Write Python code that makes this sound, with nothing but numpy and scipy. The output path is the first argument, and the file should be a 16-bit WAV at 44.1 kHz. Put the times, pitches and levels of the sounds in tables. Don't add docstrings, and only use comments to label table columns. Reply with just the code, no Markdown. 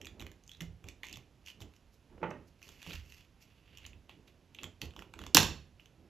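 import sys
import numpy as np
from scipy import signal
from scipy.fft import rfft, irfft, next_fast_len
from scipy.io import wavfile
from scipy.ndimage import uniform_filter1d

SR = 44100
rng = np.random.default_rng(int(sys.argv[2]) if len(sys.argv) > 2 else 0)


def convert_level_to_amplitude(level_db):
    exponent = np.asarray(level_db, float) / 20
    return 10 ** exponent


def master(y):
    cut = np.clip(np.atleast_2d(y).T, -1, 1)
    pcm = np.round(cut * 32767)
    wavfile.write(sys.argv[1], SR, pcm.astype(np.int16))


N = 268569

# f/Hz, width/Hz, level/dB
EDGE = [(5494, 2200, 12.5), (6330, 1200, -0.5), (10790, 1300, -11.5), (13200, 2400, 8)]


def tick(row, noise, body_modes, share, rise_s, ring_s, hard):
    s, db, hz, edge_db, fizz_db, body_db = row
    t = np.arange(len(noise)) / SR
    strike = hard * signal.unit_impulse(len(t), idx=40)
    contact = noise * (1 - np.exp(-(t / rise_s) ** 2)) * np.exp(-t / ring_s) + strike
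    cavity = resonate(resonate(contact, [(hz, 800, 0)]), [(hz, 800, 0)])
    ring = cavity + share * resonate(contact, body_modes)
    edge = resonate(resonate(contact, EDGE[:2]), [(6950, 1900, 0)])
    fizz = resonate(resonate(contact, EDGE[2:]), [(12000, 11000, 0)])
    body = resonate(resonate(contact, [(1113, 1300, 0)]), [(1113, 1300, 0)])
    sound = peaked(ring) + convert_level_to_amplitude(edge_db + 6.5) * peaked(edge)
    sound += convert_level_to_amplitude(fizz_db + 15.0) * peaked(fizz)
    sound += convert_level_to_amplitude(body_db + 3.5) * peaked(body)
    return convert_level_to_amplitude(db) * sound


FIZZ_FOLLOWS = 0.68


def ticks(rows, kind, *shape):
    fizz_db, body_db = kind
    out, noise = np.zeros(N), rng.standard_normal((len(rows), 700))
    for row, chatter in zip(rows, noise):
        full_row = (*row, fizz_db + FIZZ_FOLLOWS * row[-1], body_db)
        add(out, row[0] - .0005, tick(full_row, chatter, *shape))
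    return out


# fine fizz level/dB, body weight level/dB
KINDS = [
    (-14.5, -41),
    (-10.5, -9),
    (-14, -24.5),
    (-15, -4),
    (-8.5, -22.5),
]
# f/Hz, width/Hz, level/dB
PART = [(1070, 560, -12.5), (1949, 560, -6), (2750, 356, 2), (3550, 700, -6.5), (4600, 400, -12.5)]
# t/s, peak level/dB, ring f/Hz, edge brightness/dB
PRYING = [(0.0145, -38.5, 2930, -9.5), (0.0471, -40.5, 2700, -13), (0.0556, -41, 2480, -5.5),
          (0.0688, -36.5, 3560, -12.5), (0.1965, -38.5, 3600, -13.5), (0.4373, -62, 2890, 3.5),
          (0.4776, -58, 2850, 8), (0.4933, -42.5, 3080, -13), (0.516, -41.5, 3410, -11),
          (0.5347, -51, 3350, -8), (0.549, -47.5, 3520, -23), (0.606, -31.5, 2120, -16),
          (0.6188, -45.5, 1880, -0.5), (0.8695, -61, 2790, -3), (0.8862, -38, 2650, -6),
          (1.0466, -42, 2170, -11), (1.068, -42.5, 2830, -3.5), (1.0854, -38.5, 2880, -14),
          (1.096, -47.5, 2620, -5), (1.1123, -45, 2760, -15), (1.128, -40.5, 2850, -2),
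          (1.135, -43.5, 2830, -19), (1.14, -38.5, 3480, -20), (1.158, -39.5, 2880, -13),
          (1.462, -45, 2750, -5.5), (1.4732, -40.5, 2420, -14), (1.4837, -39.5, 3270, -14),
          (1.5008, -41.5, 2850, -12), (1.624, -48, 2440, -7), (1.7638, -60, 2900, -2.5)]
RESTING = [(0.205, -39, 2850, -14), (0.2143, -42.5, 3320, -7), (0.223, -38.5, 2400, -14),
           (0.266, -40, 2550, -13), (0.3162, -52, 1880, -5), (0.61, -37, 2150, -8),
           (0.8412, -48.5, 2620, -9.5), (1.0404, -40, 2350, -22), (1.0537, -52.5, 2180, 0.5),
           (1.1709, -43, 2310, -8.5), (1.6045, -46.5, 3680, -13), (1.6188, -42, 2940, -12.5),
           (1.7376, -55, 2660, -11), (2.6174, -52, 1720, -10), (2.6901, -44.5, 2620, -4.5),
           (2.828, -45.5, 3300, -7), (2.8645, -38.5, 2410, -21), (2.908, -38.5, 2500, -27),
           (2.939, -41, 2850, -9), (3.864, -46.5, 2920, 0.5), (4.279, -53, 3600, -16)]
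FITTING = [(0.4647, -68, 2190, 3), (0.57, -66, 3680, 4), (1.033, -30.5, 2020, -22), (2.232, -59, 6000, -12),
           (2.306, -55, 6100, -5), (2.6278, -44.5, 2660, -8), (2.92, -39.5, 3600, -21),
           (3.122, -43.5, 2840, -10), (3.7728, -41, 2900, -8.5), (3.7837, -45, 2890, -12),
           (3.8509, -37.5, 2700, -32), (3.932, -45.5, 2660, -32), (4.5474, -43, 2670, -12),
           (4.55, -44, 2800, -28), (4.587, -35, 2660, -45), (4.5904, -38, 2680, -48),
           (4.6413, -30.5, 3140, -15), (4.816, -28.5, 2920, -12), (4.817, -34.5, 4600, -11),
           (4.858, -59, 4500, -6), (4.907, -50, 3000, -14), (4.831, -44, 4550, -13),
           (5.7972, -45.5, 2730, -30), (5.8578, -51, 3030, -10.5)]
FORCING = [(4.0942, -44, 2600, -17.5), (4.6331, -38.5, 2760, -3.5), (4.8246, -44.5, 2970, -17.5),
           (4.937, -54, 2620, -11), (4.964, -42, 2620, -9.5), (4.9917, -38.5, 2720, -11.5),
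           (5.022, -40, 2650, -18), (5.138, -40, 2470, -12), (5.1903, -38, 3100, -12.5),
           (5.216, -43.5, 3190, -11), (5.238, -40, 2816, -12.5), (5.2652, -37, 3156, -7)]


def handling():
    small = zip((PRYING, RESTING, FITTING, FORCING), KINDS)
    return sum(ticks(rows, kind, PART, 0.32, .0005, 0.0014, 1.6) for rows, kind in small)


# t/s, peak level/dB, ring f/Hz, edge brightness/dB
SNAPS = [
    (5.3468, -9.5, 2900, 0),
    (5.3495, -10, 3050, -12),
    (5.3692, -4, 2530, -11),
    (5.3694, -13.5, 2920, -8.5),
    (5.3772, -11.5, 3332, -12),
    (5.3848, -12.5, 2750, -18.5),
    (5.4024, -22.5, 3590, -10.5),
    (5.4295, -20, 3100, -19.5),
]
# f/Hz, width/Hz, level/dB
JOINT = [(870, 240, -7.5), (1550, 290, -3.5), (1980, 540, -6), (2850, 417, 2), (3600, 460, 0),
         (4317, 350, -1.5), (6950, 1100, -12)]


def snapping():
    return ticks(SNAPS, KINDS[-1], JOINT, 1.1, 0.00078, 0.0013, 1.5)


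# t/s, level/dB, t60/s
RATTLE = (5.349, -23.5, 0.29)
# f/Hz, width/Hz, level/dB
SCRAPE = [(5130, 2900, 0.5), (7340, 4300, -8.5), (11100, 1800, -7), (12540, 2600, 2)]


def rattle():
    s, db, t60 = RATTLE
    out, u = np.zeros(N), np.arange(SR // 3) / SR
    clumps = convert_level_to_amplitude(2.8 * evened(uniform_filter1d(rng.standard_normal(len(u)), size=150)))
    shower = clumps * rng.standard_normal(len(u)) * (rng.random(len(u)) < .15)
    ring = resonate(shower, JOINT) + .45 * resonate(shower, SCRAPE)
    add(out, s, convert_level_to_amplitude(db - 60 * u / t60) * evened(ring))
    return out


# strongest t/s, rise/s, fall/s, effort level/dB, brightness/dB
DRAGS = [(.56, .16, 0.087, -67, -14), (.622, .01, 0.091, -59, -7.5), (.892, .05, 0.034, -57, -13),
         (1.033, 0.0045, .22, -49, -18), (1.482, 0.049, 0.059, -48, -8), (1.614, 0.018, 0.043, -55.5, -1),
         (1.76, .07, .04, -75, -2), (1.944, 0.051, 0.029, -89, 20.5), (2.48, 0.021, 0.032, -71, 4),
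         (2.66, 0.093, 0.35, -57.5, -5.5), (2.915, .22, 0.17, -46, -10.5), (3.125, 0.2, 0.16, -61, -3),
         (3.2, .12, 0.094, -60, -11), (3.425, 0.034, 0.044, -57, -2.5), (3.54, 0.36, 0.15, -68.5, -13),
         (3.84, 0.37, 0.13, -57, -18.5), (4.096, 0.013, 0.11, -55, -19), (4.278, 0.018, 0.047, -59, -10),
         (4.63, 0.13, .07, -58, -13), (4.817, 0.01, 0.087, -50.5, -5.5), (4.996, .07, .1, -66, -2),
         (5.22, 0.13, 0.23, -58, -11.5), (5.797, 0.0069, 0.17, -66.5, -10)]
# loss over one rise or fall/dB, curve power
DRAG_FADE = (-32.5, 1.62)


def strokes():
    clumps = convert_level_to_amplitude(3.9 * evened(uniform_filter1d(rng.standard_normal(N), size=400)))
    sizes = convert_level_to_amplitude(6.7 * np.minimum(rng.exponential(1, N), 2.6))
    slips = rng.random(N) < 1500. / SR
    grains = sizes * slips * rng.choice([-1, 1], N)
    drive = evened(grains * clumps) + 0.72 * rng.standard_normal(N)
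    hollow = evened(resonate(drive, PART))
    thin = evened(resonate(resonate(drive, SCRAPE), [(8870, 21000, 0.0076)]))
    effort, bright = swells(DRAGS, DRAG_FADE)
    return convert_level_to_amplitude(-6.0) * (effort * hollow + bright * convert_level_to_amplitude(5.5) * thin)


# t/s, peak level/dB
KNOCKS = [
    (2.1, -63),
    (2.125, -58),
    (2.178, -49),
    (2.216, -46),
    (2.229, -24.5),
    (2.238, -29.5),
    (2.243, -29),
    (2.27, -53),
    (2.31, -33.5),
]
# f/Hz, width/Hz, level/dB
WOOD = [(165, 61, 3.5), (347, 100, 2), (537, 186, 9.5), (705, 73, -7), (840, 62, 3.5), (1560, 450, -2),
        (1840, 250, -1.5), (2600, 290, -6.5), (2890, 270, -7.5)]


def knocks():
    out, u = np.zeros(N), np.arange(SR // 10) / SR
    chatter = rng.standard_normal((len(KNOCKS), len(u)))
    dull = signal.butter(6, 3200, fs=SR, output="sos")
    for (s, db), noise in zip(KNOCKS, chatter):
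        ring = signal.sosfilt(dull, resonate(noise * np.exp(-u / 0.0045), WOOD))
        add(out, s, convert_level_to_amplitude(db) * peaked(ring))
    return out


# strongest t/s, rise/s, fall/s, deep sway level/dB, rumble against sway/dB
LEANS = [(0.01, 0.088, 0.32, -57.5, 2.5), (.23, 0.29, 0.26, -50, -2), (.63, 0.063, 0.061, -47, -2),
         (.69, 0.14, 0.24, -45.5, -16), (.86, 0.056, 0.19, -51.5, -1.5), (1.16, 0.32, 0.21, -57.5, 1.5),
         (1.64, 0.15, 0.14, -52, 0), (1.91, 0.087, 0.19, -64, -20), (2.134, .1, 0.21, -53, -2),
         (2.234, 0.052, 0.27, -56, 16), (2.4, 0.26, 0.11, -51.5, -4), (2.68, 0.11, 0.73, -75, 10.5),
         (2.89, 0.065, 0.12, -49.5, 0.5), (2.96, .1, 0.38, -48, -22), (3.93, 0.65, .3, -55, -11),
         (4.2, 0.62, 0.56, -66, 2), (4.66, 0.13, 0.11, -54, 6), (4.83, 0.035, 0.11, -52.5, 6),
         (4.88, 0.09, .12, -45.5, -8), (4.98, 0.075, 0.28, -54.5, 1.5), (5.22, 0.2, 0.42, -50, -1.5),
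         (5.375, .025, 0.21, -35.5, 7.5), (5.45, .1, .4, -43, -19), (6.07, 0.58, 0.21, -65, 3)]
# loss over one rise or fall/dB, curve power
LEAN_FADE = (-30.5, 1.166)
# f/Hz, width/Hz, level/dB
DEEP = [(46.3, 31, -4), (77.5, 30, 1.5)]
# f/Hz, width/Hz, level/dB
PANEL = [(165, 60, -1.5), (250, 145, -1), (343, 125, 0), (630, 600, -13.5)]
# t/s, peak level/dB, f/Hz, t60/s
THUDS = [(.612, -37.5, 165, 0.34), (0.843, -45, 88, 0.16), (1.167, -46.5, 124.4, 0.18),
         (1.614, -42, 100, 0.16), (2.874, -44, 165, 0.31), (2.944, -40.5, 77.3, 0.35),
         (4.637, -47.5, 91.4, 0.44), (4.823, -42.5, 128, 0.16), (5.348, -16, 296, 0.075),
         (5.369, -30, 204.6, 0.33), (5.371, -28.5, 97.1, 0.38), (5.35, -28.5, 148, 0.49)]


def table():
    sway, rumble = swells(LEANS, LEAN_FADE)
    deep = evened(resonate(resonate(rng.standard_normal(N), DEEP), [(69.86, 220, 0)]))
    panel = evened(resonate(resonate(rng.standard_normal(N), PANEL), [(264.0, 630, 0)]))
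    out = convert_level_to_amplitude(-1.5) * sway * deep + convert_level_to_amplitude(-2.5) * rumble * panel
    u = np.arange(SR // 2) / SR
    soft_start = 1 - np.exp(-u / 0.0026)
    for start, db, hz, t60 in THUDS:
        overtone = .45 * np.sin(2 * np.pi * 1.62 * hz * u) * np.exp(-u / 0.015)
        ring = np.sin(2 * np.pi * hz * u) + overtone
        add(out, start, convert_level_to_amplitude(db - 60 * u / t60) * soft_start * ring)
    return out


# f/Hz, t60/s
ROOM = [(100, 0.42), (500, 0.3), (2000, 0.39), (6000, 0.34), (12000, 0.21)]


def room(x, gap_s, length):
    taps = np.zeros(SR // 2)
    at = np.arange(100, SR // 2 - 12, 12)
    taps[at + rng.integers(0, 12, len(at))] = rng.choice([-1., 1.], len(at))
    hz, t, z = signal.stft(taps, SR, nperseg=256)
    t60 = length * read(ROOM, hz)[:, None]
    tail = signal.istft(z * convert_level_to_amplitude(-60 * t / t60), SR, nperseg=256)[1]
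    tail *= 1 - np.exp(-(np.arange(len(tail)) / SR / gap_s) ** 2)
    return signal.fftconvolve(x, tail / np.linalg.norm(tail))[:N]


# f/Hz, density level/dB
ROOM_TONE = [(18, -27), (32, 0.5), (77, 2), (240, -9), (1300, -23.5), (2200, -25), (2630, -23), (3800, -28),
             (7000, -32.5), (12500, -30.5), (16000, -45.5)]
ROOM_TONE_DB = -64.5


def room_tone():
    return convert_level_to_amplitude(ROOM_TONE_DB) * evened(coloured(rng.standard_normal(N), ROOM_TONE))


def swells(rows, fade):
    top, rise, fall, db, second_db = np.transpose(rows)[:, :, None]
    t = np.arange(0, N + 64, 64) / SR
    before = (top - t) / np.maximum(rise, .002)
    after = (t - top) / np.maximum(fall, .002)
    away = np.where(t < top, before, after)
    gain = convert_level_to_amplitude(db + fade[0] * away ** fade[1])
    layers = (gain, gain * convert_level_to_amplitude(second_db))
    return [np.interp(np.arange(N) / SR, t, np.linalg.norm(g, axis=0)) for g in layers]


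def resonate(x, modes):
    out = 0
    for k, (hz, width, db) in enumerate(modes):
        out = out + (-1) ** k * convert_level_to_amplitude(db) * signal.lfilter(*signal.iirpeak(hz, hz / width, SR), x)
    return out


def coloured(x, points):
    size = next_fast_len(N)
    gain = convert_level_to_amplitude(read(points, np.fft.rfftfreq(size, 1 / SR)))
    return irfft(rfft(x, size) * gain, size)[:N]


def read(points, hz):
    f, value = np.transpose(points)
    return np.interp(np.log(hz + 1), np.log(f + 1), value)


def evened(x):
    return x / np.sqrt(np.mean(x ** 2) + 1e-20)


def peaked(x):
    return x / np.abs(x).max()


def add(mix, s, sound):
    part = mix[round(s * SR):][:len(sound)]
    part += sound[:len(part)]


def scene():
    near = handling() + strokes()
    snap = snapping() + rattle()
    tool = knocks()
    wet = convert_level_to_amplitude(-7.5) * room(near, 0.0025, .7)
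    wet += convert_level_to_amplitude(-9.0) * room(snap, 0.0057, 0.96)
    wet += convert_level_to_amplitude(-6.0) * room(tool, 0.0098, 0.82)
    left_right_db = np.array([[-3.5], [2.5]])
    return (near + snap + tool + wet + table() + room_tone()) * convert_level_to_amplitude(left_right_db)


def thinned_top(x, from_hz, keep_db, rise_db):
    hz, t, z = signal.stft(x, SR, nperseg=1024)
    power = uniform_filter1d(np.mean(abs(z) ** 2, axis=0), size=16, axis=0)
    bar_db = keep_db + rise_db * (hz[:, None] - from_hz) / 1000
    over_db = 10 * np.log10(abs(power) + 1e-20) - bar_db
    keep = (hz[:, None] < from_hz) | (uniform_filter1d(over_db, size=2, axis=1) > 0)
    return signal.istft(z * keep, SR, nperseg=1024)[1][:, :N]


def band_limit(x):
    return signal.sosfilt(signal.butter(12, 15690, fs=SR, output="sos"), x)


# f/Hz, level/dB
MIC = [(20, -0.5), (6900, -0.5), (7600, -5), (8500, -9), (9100, -21.5), (9550, -11.5), (10000, -5.5),
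       (14300, -8.5), (15900, -17.5)]


def record(dry):
    heard = np.array([coloured(channel, MIC) for channel in dry])
    heard = thinned_top(heard, from_hz=12800, keep_db=-112, rise_db=2.2)
    return band_limit(np.clip(heard, -1, 1))


dry = scene()
out = record(dry)
master(out)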